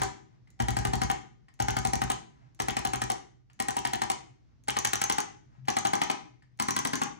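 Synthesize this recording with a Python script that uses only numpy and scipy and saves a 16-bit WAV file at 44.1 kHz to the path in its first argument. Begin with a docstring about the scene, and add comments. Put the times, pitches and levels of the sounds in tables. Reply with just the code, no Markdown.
"""A handheld solenoid adjusting instrument taps down a patient's back in a small clinic room.
Over faint air rumble and a low hum, each burst strikes twelve times a second: the plunger slides and cracks,
metal chatters, the housing rings and the body thumps; about 20 ms later the stylus has rattled and the plunger clicks home.
Between bursts cloth brushes, the trigger clicks, the stylus seats and soft bumps sound.
The chest booms under the first bursts; the lower back and hip answer drier. Noise, modes and pulses make it all."""
import sys
import numpy as np
from scipy import signal
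from scipy.fft import rfft, irfft, next_fast_len
from scipy.io import wavfile

SR = 44100
rng = np.random.default_rng(int(sys.argv[2]) if len(sys.argv) > 2 else 0)


def digitize_waveform(pressure):
    """Quantize a signal to 16-bit integers and store it at the path in sys.argv[1].

    Rows of a 2-D input are taken as channels; values are limited to [-1, 1].
    """
    field = np.atleast_2d(pressure).T
    bounded = np.clip(field, -1, 1)
    quanta = np.round(bounded * 32767).astype(np.int16)
    wavfile.write(sys.argv[1], SR, quanta)


N = 317150
LEAD_IN = SR // 4  # samples before time zero: the tapping is already under way
AGE = np.arange(16384) / SR  # time since a contact, s


def from_db(db):
    """Decibels to amplitude."""
    return 10 ** (np.asarray(db) / 20)


def at_hz(points, hz):
    """Read a table on a log-frequency axis."""
    points = np.array(points)
    return np.interp(np.log(np.maximum(hz, 1)), np.log(points[:, 0]), points[:, 1])


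def unit(x, span_s=None):
    """Scale to rms 1, over the first span_s seconds if given."""
    head = x if span_s is None else x[:int(span_s * SR)]
    return x / np.sqrt(np.mean(head ** 2) + 1e-20)


def bins(size):
    """Frequencies of a real spectrum, Hz."""
    return np.arange(size // 2 + 1) * SR / size


def delayed(sound, delay_s):
    """Start a sound later within the same stretch."""
    return np.pad(sound, (int(delay_s * SR), 0))[:len(AGE)]


def add(track, start_s, sound):
    """Lay a sound into a track that starts LEAD_IN samples early."""
    start = max(round(start_s * SR) + LEAD_IN, 0)
    part = sound[:max(len(track) - start, 0)]
    track[start:start + len(part)] += part


def causal(colour):
    """Minimum-phase response with the given colour: nothing sounds before the contact."""
    cepstrum = irfft(np.log(from_db(at_hz(colour, bins(len(AGE))))))
    cepstrum[1:len(AGE) // 2] *= 2
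    cepstrum[len(AGE) // 2 + 1:] = 0
    return np.exp(rfft(cepstrum))


def contact(rise_s, decay_s):
    """Force of a rough metal contact: a short random shudder, nearly even in spectrum, of unit energy."""
    age = AGE[:2048]
    envelope = (1 - np.exp(-age / rise_s)) ** 2 * np.exp(-age / decay_s)
    force = rng.standard_normal(len(age)) * envelope
    for _ in range(4):
        flat = irfft(np.exp(1j * np.angle(rfft(force))))
        force = flat * np.sqrt(envelope)
    return force / np.linalg.norm(force)


def struck(force, response, span_s=0.0043):
    """A small metal part under a contact force; it is too small to radiate bass."""
    no_bass = signal.butter(2, 300, "high", fs=SR, output="sos")
    sound = irfft(rfft(force, len(AGE)) * response)
    return unit(signal.sosfilt(no_bass, sound), span_s)


def mode(hz, t60_s, swell_s=0.00041):
    """One resonance: a decaying sine that builds up over swell_s."""
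    age = AGE[AGE < 2 * t60_s]
    build = 1 - np.exp(-(age / swell_s) ** 2)
    ring = np.sin(2 * np.pi * hz * age) * from_db(-60 * age / t60_s) * build
    return np.pad(ring, (0, len(AGE) - len(age)))


def modes(table, pitch=1, spread_db=3.0, detune=.012):
    """An object's modes in alternating polarity, a little different at each blow as the grip gives."""
    total = 0
    for k, (hz, level_db, t60_s) in enumerate(table):
        strength = (-1) ** k * from_db(level_db + spread_db * rng.standard_normal())
        total = total + strength * mode(hz * pitch * (1 + detune * rng.standard_normal()), t60_s)
    return total


# ventilation colour: pitch_hz [Hz], density_db [relative dB per Hz]
AIR_COLOUR = [(15, -45), (25, -15.5), (50, -2.5), (85, -5.5), (131, 1.5), (192, -14), (262, -12.5),
              (513, -28.5), (756, -29.5), (1340, -33.5), (1870, -35), (3050, -39.5), (5970, -39.5),
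              (9270, -63.5), (12000, -73), (15600, -100), (22000, -120)]
# level of the background noise over time, with a brief dip near 3.45 s: time_s [s], level_db [dB around AIR_DB]
NOISE_LEVEL = [(0.4, 0), (1.4, -3), (2.4, 0), (3.3, -1), (3.45, -7), (3.58, -1), (4.5, -1), (5.5, 0),
               (6.45, -4), (7.1, -1)]
AIR_DB, HUM_HZ, HUM_DB = -60.5, 124, -62


def background():
    """Ventilation is shaped noise, largely separate in each ear; the hum is a sine with narrow noise for waver."""
    hz = bins(N)
    common, left, right = rfft(rng.standard_normal((3, N)))
    spectrum = 0.28 * common + np.array([left, right])
    air = unit(irfft(spectrum * from_db(at_hz(AIR_COLOUR, hz)), N))
    narrow = 1 + ((hz - HUM_HZ) / 7) ** 2
    waver = unit(irfft(rfft(rng.standard_normal((2, N))) / narrow, N))
    hum = unit(np.sin(2 * np.pi * HUM_HZ * np.arange(N) / SR) + 4.3 * waver)
    level_db = np.interp(np.arange(N) / SR, *np.transpose(NOISE_LEVEL))
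    return from_db(AIR_DB + level_db) * air + from_db(HUM_DB) * hum


# colour of loose metal: pitch_hz [Hz], density_db [relative dB per Hz]
CHATTER_COLOUR = [(420, 8.5), (550, 2), (650, 10), (900, 11.5), (1250, 9), (1500, 4), (2100, 5.5),
                  (2600, -0.5), (3050, 3), (3700, -3), (4100, 0), (4600, -4), (5200, -1.5), (6200, -10.5),
                  (8300, -1), (9500, -6.5), (12000, -14), (15500, -26.5)]
COLOUR_SPREAD_DB = 1.6  # no two blows shake the same parts equally


def slide(rise_s, decay_s):
    """The plunger scrapes along its guide, a soft shudder in the colour of loose metal."""
    return struck(contact(rise_s, decay_s), causal(CHATTER_COLOUR))


def chatter(shudder):
    """Loose parts shake on after the blow; part of the shudder is common to the whole burst."""
    shaken = [(hz, db + COLOUR_SPREAD_DB * rng.standard_normal()) for hz, db in CHATTER_COLOUR]
    return struck(0.33 * shudder + contact(0.0014, 0.0044), causal(shaken), span_s=0.0074)


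# colour of the blow: pitch_hz [Hz], density_db [relative dB per Hz]
CRACK_COLOUR = [(150, -19), (450, -13), (630, -13), (900, 9), (1400, 2.5), (2100, 2.5), (2750, -8),
                (3250, -0.5), (3650, -6.5), (4100, -3), (4700, -6), (5900, -6), (6900, -14), (8100, 2.5),
                (11500, -11)]


def crack(blow, edge_db):
    """Metal meets metal: the more squarely, the brighter above 5 kHz."""
    edged = [(hz, db + edge_db * (hz > 5000)) for hz, db in CRACK_COLOUR]
    return struck(0.59 * blow + contact(0.0016, 0.0008), causal(edged))


# modes of the hollow shell: pitch_hz [Hz, scaled to the burst's ring], level_db [relative dB], t60_s [s]
HOUSING_MODES = [(794.1, -4, 0.075), (770.6, -8.5, 0.11), (825, -20, 0.13), (395.7, -25.5, 0.3),
                 (445, -23, 0.06), (990, -14.5, 0.13), (1225, -14.5, 0.076), (1370, -20, 0.025),
                 (1700, -18, 0.022), (2037, -14, 0.0069)]


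def housing(ring_hz):
    """The hollow shell rings in a cluster of close modes; the load pulls its pitch."""
    pitch = ring_hz / HOUSING_MODES[0][0]
    # each mode on its own, so all share the first polarity
    rings = [modes([row], pitch, spread_db=2.24, detune=0.005) for row in HOUSING_MODES]
    return unit(sum(rings), 0.013)


# modes of the stylus: ratio [multiple of the clack pitch], level_db [relative dB], t60_s [s]
STYLUS_MODES = [(1.0, 5.5, 0.04), (1.16, -8.5, 0.02), (1.88, -2.5, 0.015)]


def stylus(clack_hz, detune, span_s):
    """The stylus clacks in a few short modes."""
    return unit(modes(STYLUS_MODES, clack_hz, detune=detune), span_s)


def knock(hz, peak_s=0.0052, width_s=0.0027):
    """The tip dents the flesh: one short, dull swing of air."""
    swing = np.sin(2 * np.pi * hz * (AGE - peak_s))
    return unit(swing * np.exp(-((AGE - peak_s) / width_s) ** 2), 0.02)


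HALF_CYCLE_S = 1 / 120  # of the mains


def shoves(count, first_s=.0076, width_s=.0022, spread_db=1.2, release_db=2):
    """The coil shoves once on each mains half-cycle, with extra force as it lets go."""
    k = np.arange(count)[:, None]
    u = (AGE - first_s - k * HALF_CYCLE_S) / width_s
    strength = from_db(spread_db * rng.standard_normal((count, 1)) + release_db * (k == count - 1))
    pulses = (1 - 2 * u ** 2) * np.exp(-np.minimum(u ** 2, 100))
    return (strength * pulses).sum(axis=0)


def body(flesh_hz, flesh_db, push_db, boom_db):
    """The flesh quivers, the coil shoves it four times, and the chest booms on at 64 Hz."""
    flesh = unit(mode(flesh_hz, 0.026, swell_s=0.0092), .016)
    push = unit(shoves(count=4), .036)
    boom = unit(delayed(mode(64, 0.26, swell_s=0.015), .0135), .06)
    return from_db(flesh_db - 3.5) * flesh + from_db(push_db + 1) * push + from_db(boom_db - 0.3) * boom


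# colour of the hard metal stops: pitch_hz [Hz], density_db [relative dB per Hz]
STOP_COLOUR = [(150, -23), (500, -16), (1200, -9.5), (2100, -4), (3200, -7.5), (4300, -4), (5200, -8.5),
               (6100, 0), (7100, 2), (8400, -5), (10000, 4), (12500, -12.5), (14500, 2), (16000, -18.5)]


def front_stop():
    """The plunger hits its metal front stop when the flesh gives way."""
    return struck(contact(0.0006, 0.0017), causal(STOP_COLOUR))


# colour of the stylus guide: pitch_hz [Hz], density_db [relative dB per Hz]
GUIDE_COLOUR = [(500, -13.5), (1500, 7), (2400, 3), (3050, 14), (4200, -3), (5500, -4), (9000, -31.5),
                (15000, -41.5)]


def rattle():
    """The loose stylus clicks against its guide."""
    return struck(contact(0.00064, 0.0011), causal(GUIDE_COLOUR))


# modes of the return spring: pitch_hz [Hz], level_db [relative dB], t60_s [s]
SPRING_MODES = [(5965, 3.5, 0.016), (6284, -4, 0.036), (6810, 0, 0.016), (8150, -2, 0.022),
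                (14700, -13, .03)]


def spring():
    """The thin metallic ping of the return spring."""
    return unit(modes(SPRING_MODES, spread_db=2.5, detune=.01), 0.0022)


def rear_stop(ping_db, ring_hz, clack_hz):
    """The plunger clicks home and bounces once, pinging the spring and shaking housing and stylus."""
    stop = causal(STOP_COLOUR)
    click = struck(contact(0.00037, 0.0012), stop) + from_db(ping_db) * spring()
    bounce = delayed(struck(contact(0.00037, 0.0012), stop), .003 * rng.uniform(.8, 1.2))
    hit = from_db(-1.5) * (click + from_db(-14) * bounce)
    return hit + from_db(-12) * housing(ring_hz) + from_db(-11) * stylus(clack_hz, 0.0075, 0.0033)


# muffling of knock, clack and ring as the tip sinks into the lower back; the end values hold outside:
#   time_s [s], level_db [dB]
MUFFLE = [(4.77, -1), (4.85, -9), (5.10, -1.5), (5.18, 1)]
RING_MUFFLE_SHARE = .55  # part of that muffling that reaches the held housing
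# plunger bouncing on its front stop: delay_s [s into the stroke], level_db [dB before the muffling share]
FRONT_STOP_HITS = [(0.0002, -20.5), (0.0034, -20)]
# the last stroke of a burst meets a slackening hand: the housing rings freely, the body takes less
FREE_RING_DB, LAST_KNOCK_DB, LAST_PUSH_DB, LAST_BOOM_DB = -25.5, -2, -10.5, -10
RING_SPREAD_DB = 0.53  # chance from stroke to stroke
RECOIL_HZ, RECOIL_DB = 385, -38.5  # the whole instrument jerks with the blow
TAKE_UP_S, TAKE_UP_DB = 0.0096, -20.5  # play taken up this long before a burst; relative to the crack
SLIDE_DB = -19  # relative to the crack


def instrument(strokes, burst, spot):
    """One burst on one spot, as two tracks: machine with body, and the knocks of the tip."""
    chatter_db, held_ring_db, ring_hz, clack_db, clack_hz, ping_db = burst
    firm_knock_db, knock_hz, flesh_hz, flesh_db, push_db, boom_db, _ = spot
    track, knocks = np.zeros((2, N + LEAD_IN))
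    # pressed against the same load, the strokes share part of their force
    blow, shudder = contact(0.001, 0.0008), contact(0.0018, 0.0044)
    for k, (s, crack_db, edge_db, rattle_s, rattle_db, back_s, return_db) in enumerate(strokes):
        last = k == len(strokes) - 1
        muffle_db = np.interp(s, *np.transpose(MUFFLE))
        ring_db = FREE_RING_DB if last else held_ring_db + RING_MUFFLE_SHARE * muffle_db
        ring_db += RING_SPREAD_DB * rng.standard_normal()
        knock_db = firm_knock_db + muffle_db + last * LAST_KNOCK_DB
        if k == 0:
            add(track, s - TAKE_UP_S, from_db(crack_db + TAKE_UP_DB) * slide(0.002, 0.0017))
        # the plunger slides for a few milliseconds before it lands
        add(track, s - .0055, from_db(crack_db + SLIDE_DB) * slide(.003, 0.0027))
        add(track, s, from_db(crack_db) * crack(blow, edge_db))
        add(track, s + 0.000994, from_db(chatter_db + 2.3) * chatter(shudder))
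        add(track, s, from_db(ring_db + 0.85) * housing(ring_hz))
        add(track, s + 0.002497, from_db(clack_db + muffle_db - 1) * stylus(clack_hz, 0.019, 0.011))
        add(track, s, from_db(RECOIL_DB) * knock(RECOIL_HZ, peak_s=0.00474, width_s=0.0032))
        add(knocks, s, from_db(knock_db - 6.0) * knock(knock_hz))
        thump = body(flesh_hz, knock_db + flesh_db, push_db + last * LAST_PUSH_DB, boom_db + last * LAST_BOOM_DB)
        add(track, s, thump)
        # the deeper the muffling, the harder the front stop is hit; a lift instead flips its polarity
        for delay_s, hit_db in FRONT_STOP_HITS:
            add(track, s + delay_s, from_db(hit_db) * (1 - from_db(muffle_db)) * front_stop())
        # on the way back the stylus rattles, then the plunger hits its rear stop
        add(track, s + rattle_s - .0006, from_db(rattle_db - 3.6) * rattle())
        add(track, s + back_s - .0006, from_db(return_db - 2.0) * rear_stop(ping_db, ring_hz, clack_hz))
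    return track, knocks


# strokes while the trigger is held; levels are nominal dB, trimmed where they are played:
#   start_s [s], crack_db [dB], edge_db [dB of treble], rattle_s [s into the stroke], rattle_db [dB],
#   home_s [s into the stroke], return_db [dB]
STROKES = [(-0.0661, -32.5, 2.5, 0.0169, -47.5, 0.017, -25.8), (0.0168, -30, 3, 0.0169, -55, 0.0175, -25.5),
           (0.6005, -31.5, -2, 0.0163, -41.0, 0.022, -32), (0.6838, -28.5, 2, 0.0161, -40, 0.0224, -29),
           (0.7675, -28, 1.5, 0.0163, -52, 0.0214, -30.5), (0.8507, -27.5, -1, 0.0161, -52, 0.0212, -32.5),
           (0.934, -28.5, -3.0, 0.0178, -50, 0.021, -31), (1.0165, -27, -1, 0.0167, -52, 0.019, -28.5),
           (1.0997, -26, -4.5, 0.009, -32, 0.015, -27.5), (1.6005, -29.5, 2, 0.0163, -34, 0.023, -28),
           (1.6834, -26.5, -3, 0.0165, -30.5, 0.0229, -29), (1.767, -26.5, -1.0, 0.0156, -36, 0.0215, -29),
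           (1.8504, -26.5, -2, 0.012, -43.0, 0.0219, -27.5), (1.9335, -26, 2.5, 0.013, -57, 0.0217, -28),
           (2.0168, -26, -3.5, 0.0156, -43, 0.0216, -30), (2.1005, -25.5, 2.5, 0.014, -30, 0.018, -25.5),
           (2.6001, -26.5, 1.5, 0.0107, -53.5, 0.0208, -29.5),
           (2.6835, -28, 4, 0.0154, -28.5, 0.023, -32.5), (2.7672, -26.5, 0.5, 0.017, -38, 0.024, -31),
           (2.8502, -26.5, 7, 0.0155, -32, 0.0226, -30), (2.934, -28, 0.5, 0.0152, -33.5, 0.024, -31.5),
           (3.017, -26.4, 0.5, 0.015, -53, 0.0218, -31.5), (3.1002, -26.5, 5, 0.0107, -34.5, 0.0184, -27.5),
           (3.6005, -26, 4.5, 0.0162, -49, 0.023, -29), (3.6842, -26, 8.5, 0.015, -36, 0.023, -30.5),
           (3.767, -27.5, 7, 0.0165, -32.0, 0.0226, -31), (3.8508, -25, -1, 0.0155, -31.5, 0.0223, -29),
           (3.9336, -26.5, 1.5, 0.0155, -32, 0.0226, -34.2), (4.018, -25, -1, 0.0155, -36.5, 0.019, -34),
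           (4.0999, -24.5, 1, 0.0156, -36.5, 0.0176, -28), (4.6827, -29, 6.5, 0.015, -24.0, 0.022, -26.5),
           (4.7668, -25.5, -10.5, 0.0113, -32.5, 0.0218, -22),
           (4.8482, -23.5, 3.5, 0.0143, -33.5, 0.0249, -25), (4.9323, -23.5, 3, 0.015, -33.5, 0.024, -24.5),
           (5.0153, -25.5, 2.5, 0.0141, -30.5, 0.0245, -21),
           (5.098, -22.5, 3.0, 0.016, -27.5, 0.026, -23.5), (5.1829, -25.5, 0, 0.016, -39, 0.021, -26.5),
           (5.683, -27, -2.5, 0.01, -30, 0.0194, -30.5), (5.7671, -26, -4, 0.0114, -35, 0.02, -28.5),
           (5.8505, -27, -3, 0.0114, -30, 0.0206, -28.5), (5.933, -28.5, 1.0, 0.0127, -35, 0.0206, -29.5),
           (6.0162, -23.5, -4, 0.01, -32, 0.0202, -32), (6.099, -30, -9, 0.01, -40.5, 0.0153, -32.5),
           (6.5985, -25, 2.5, 0.0059, -54, 0.025, -25.5), (6.6833, -32, 6, 0.014, -52.0, 0.024, -23.5),
           (6.764, -24.5, 5.5, 0.0152, -33, 0.026, -24.5), (6.85, -26, 5, 0.0134, -51.0, 0.0232, -27.5),
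           (6.9326, -30.5, 0, 0.017, -45, 0.023, -26), (7.016, -30, 3, 0.0108, -31, 0.0194, -28)]
# how the instrument sits in each burst, nominal levels:
#   chatter_db [dB], ring_db [dB], ring_hz [Hz], clack_db [dB], clack_hz [Hz], ping_db [dB re return click]
BURSTS = [(-31.5, -29, 790, -30, 990, -7), (-34.5, -26, 792, -33.5, 990, -8),
          (-34.5, -25.5, 798, -47, 900, -7), (-33.3, -26.3, 790, -33, 1000, -8.5),
          (-34.5, -28, 800, -29.5, 997, -8), (-29.7, -27.5, 835, -32, 1060, -3.5),
          (-30, -24.5, 805, -37, 1215, 1), (-31, -34, 830, -29, 1050, -3.5)]
# how the body answers under each burst, from chest down to hip, nominal levels:
#   knock_db [dB], knock_hz [Hz], flesh_hz [Hz], flesh_db [dB re knock], push_db [dB], boom_db [dB], room_db [dB]
SPOTS = [(-26.3, 250, 205, -14, -32, -35.5, 0), (-26.3, 295, 205, -12.5, -33, -36.3, -1.56),
         (-27.8, 305, 211.4, -9, -34.5, -40.3, -2.5), (-28.2, 335, 211, -7.5, -41.5, -47.5, -2.5),
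         (-29.7, 295, 216, -8.5, -47.5, -57, -2.5), (-29.2, 265, 214, -9, -48.5, -56, -3.2),
         (-28.8, 253, 214, -11, -50.5, -63, -2.3), (-25.8, 242, 234, -4, -56, -60, -1.5)]
PAUSE_S = .2  # a longer gap between strokes separates two bursts


def tapping():
    """Play each burst on its own spot of the back, as one row of machine and one of knocks per burst."""
    strokes = np.array(STROKES)
    pauses = np.flatnonzero(np.diff(strokes[:, 0]) > PAUSE_S)
    runs = np.split(strokes, pauses + 1)
    return np.stack([instrument(*burst) for burst in zip(runs, BURSTS, SPOTS)], axis=1)


# reverberation: pitch_hz [Hz], t60_s [s]
ROOM_T60 = [(60, 0.5), (250, 0.66), (800, 0.39), (2000, 0.465), (6000, 0.41), (8000, 0.37), (9500, 0.25),
            (15000, 0.15)]
# colour of the reflections: pitch_hz [Hz], level_db [dB]
ROOM_COLOUR = [(60, -20), (100, -10), (140, 2), (165, 1), (205, -4.5), (270, -2.5), (450, -2.5),
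               (560, -4.5), (800, -3), (2000, 1.2), (3200, -1.2), (4600, -0.5), (6000, 1.6), (8000, -5.5),
               (9500, -14), (11500, -26), (15000, -12.5)]
# left-right likeness of the reflections: pitch_hz [Hz], likeness [0-1]
ROOM_LIKENESS = [(60, 0), (130, .3), (350, .8), (900, .55), (1800, .2), (4000, .1), (6000, 0), (8000, .7),
                 (11000, .9)]


def room(early_db=-1.0, early_s=0.053, first_s=0.004):
    """Stereo reflections of a small hard room: noise, strong early on, with a tail that dies by band."""
    size = 32768
    age, hz = np.arange(size) / SR, bins(size)
    mid, side = rfft(rng.standard_normal((2, size)))
    alike = np.clip(at_hz(ROOM_LIKENESS, hz), -1, 1)
    field = np.sqrt(1 + alike) * mid + np.sqrt(1 - alike) * side * [[1], [-1]]
    build = (1 - np.exp(-(age / first_s) ** 2)) * (1 + from_db(early_db) * np.exp(-age / early_s))
    edges, out = np.geomspace(35, 18000, 37), 0
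    for low, high in zip(edges, edges[1:]):
        centre = np.sqrt(low * high)
        decay = from_db(-60 * age / at_hz(ROOM_T60, centre))
        band = irfft(field * ((hz >= low) & (hz < high))) * build * decay
        # each band weighs in by its width
        share = np.sqrt(2 * (high - low) / SR / size)
        out = out + unit(band) * share * from_db(at_hz(ROOM_COLOUR, centre))
    return out


# microphone pair phase: pitch_hz [Hz], lead_rad [radians by which left leads]
MIC_PHASE = [(60, 1.5), (130, 1.2), (300, 3.0), (700, 3.6), (1200, 3.6), (1900, 5.2), (2500, 5.2),
             (3100, 4.6), (4300, 5.2), (5200, 3.0), (5650, .8), (6300, .2), (7100, 1.1), (8200, 2.4),
             (10000, 3.0), (13000, 3.2), (15300, 3.9)]
# microphone pair balance: pitch_hz [Hz], balance_db [dB, left minus right]
MIC_BALANCE = [(60, -5.5), (130, 7), (250, 10.5), (420, 2), (600, -2.5), (780, 5), (1000, 0.5), (2200, 4.5),
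               (3200, 3), (5000, 3), (6000, -0.5), (7500, -1)]


def microphones(x):
    """The two ports take sound with a phase and level difference that change with pitch."""
    size = next_fast_len(x.shape[1] + SR) // 2 * 2
    hz = bins(size)
    gains = from_db(at_hz(MIC_BALANCE, hz) * [[.5], [-.5]])
    gains = gains / np.sqrt(np.mean(gains ** 2, axis=0))
    turn = np.exp(1j * at_hz(MIC_PHASE, hz) * [[.5], [-.5]])
    return irfft(rfft(x, size) * gains * turn, size)[:, :x.shape[1]]


# cloth and skin brush as the hand moves on: middle_s [s], length_s [s], level_db [dB]
BRUSHES = [(0.336, 0.11, -72), (2.422, 0.28, -69), (4.502, 0.2, -79), (5.55, 0.2, -70)]
# colour of that brushing: pitch_hz [Hz], density_db [relative dB per Hz]
CLOTH_COLOUR = [(200, -1), (500, -2), (800, 7), (1200, 0), (2100, -5), (4000, -18), (7000, -21),
                (12000, -35)]


def brushes(track):
    """Cloth and skin rub: coloured noise under a smooth swell."""
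    cloth = causal(CLOTH_COLOUR)
    for middle_s, length_s, level_db in BRUSHES:
        swell = np.hanning(int(min(length_s * SR, len(AGE))))
        rub = unit(irfft(rfft(rng.standard_normal(len(AGE))) * cloth))
        add(track, middle_s - length_s / 2, from_db(level_db) * swell * rub[:len(swell)])


# the plastic trigger moves between bursts: start_s [s], level_db [nominal dB]
TRIGGER_CLICKS = [(0.4728, -53.5), (1.4834, -47.5), (3.499, -50.5), (5.6517, -54), (6.4222, -51),
                  (6.52, -71)]
# modes of the trigger: pitch_hz [Hz], level_db [relative dB], t60_s [s]
TRIGGER_MODES = [(800, -8, .02), (1150, -7, .014), (1900, -1, 0.018), (2250, -3, 0.009), (2900, -5, 0.007),
                 (4870, -10, .008)]


def trigger_clicks(track):
    """The plastic trigger rings in short modes over a chatter of loose parts."""
    for start_s, level_db in TRIGGER_CLICKS:
        plastic = unit(modes(TRIGGER_MODES, detune=0.036), .006)
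        loose = struck(contact(0.002, .006), causal(CHATTER_COLOUR), span_s=.008)
        add(track, start_s, from_db(level_db - 11.5) * (1.1 * plastic + 0.7 * loose))


# the stylus seats as the tip is pressed on the next spot: start_s [s], level_db [nominal dB]
SEATINGS = [(0.5023, -52), (1.5385, -54.5), (2.5465, -53.5), (3.531, -54.5), (4.6365, -53.5), (5.654, -57),
            (6.573, -58)]


def seatings(track):
    """The stylus seats against its spring: a metal click and a ping."""
    for start_s, level_db in SEATINGS:
        click = struck(contact(.001, .003), causal(STOP_COLOUR))
        add(track, start_s, from_db(level_db - 9.0) * (click + 0.5 * spring()))


# soft handling bumps: start_s [s], level_db [nominal dB]
BUMPS = [(1.426, -50), (1.5, -60.5), (2.391, -50.5), (5.575, -38), (5.621, -37.5), (6.428, -64),
         (6.525, -58)]


def bumps(track):
    """Soft bumps are two low modes that swell and die."""
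    for start_s, level_db in BUMPS:
        thud = mode(132, 0.18, swell_s=.007) + 0.62 * mode(205, 0.092, swell_s=.008)
        add(track, start_s, from_db(level_db - 4.5) * thud)


def handling():
    """Everything heard as the instrument is moved between bursts."""
    track = np.zeros(N + LEAD_IN)
    for layer in (brushes, trigger_clicks, seatings, bumps):
        layer(track)
    return track


# the knock reaches the ports in opposite polarity: one row each for left and right, gain [amplitude factor]
KNOCK_GAINS = [
    [1.11],
    [-0.37],
]
KNOCK_ROOM_DB = -4.3  # the knock carries into the room less than the machine does
SWAY_RATE = 11.0  # how fast the moving hand changes the reflections, radians per s


def scene():
    """The hand sways as it works, so the pattern of reflections keeps blending into another."""
    tracks, knocks = tapping()
    moves = handling()
    out = np.zeros((2, N + LEAD_IN)) + tracks.sum(axis=0) + moves
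    room_gains = from_db([spot[-1] for spot in SPOTS])
    to_room = room_gains @ (tracks + from_db(KNOCK_ROOM_DB) * knocks) + moves
    sway = SWAY_RATE * np.arange(N + LEAD_IN) / SR
    # four patterns of reflections, whose shares always sum to unit power
    for fast in (np.cos(sway), np.sin(sway)):
        for slow in (np.cos(sway / np.pi), np.sin(sway / np.pi)):
            sent = (to_room * fast * slow)[None]
            out += signal.oaconvolve(sent, room(), axes=1)[:, :len(to_room)]
    # the knocks bypass the pair's phase and balance
    taps = microphones(out) + knocks.sum(axis=0) * KNOCK_GAINS
    return taps[:, LEAD_IN:] + background()


CEILING = .3  # amplitude where the microphones overload
CUTOFF_HZ = 16500


def record(dry):
    """The sharpest peaks are rounded; the deep bass and the top are cut."""
    rounded = CEILING * np.tanh(dry / CEILING)
    lean = signal.sosfilt(signal.butter(3, 36, "high", fs=SR, output="sos"), rounded)
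    return signal.sosfilt(signal.ellip(10, .1, 80, CUTOFF_HZ, fs=SR, output="sos"), lean)


dry = scene()
out = record(dry)
digitize_waveform(out)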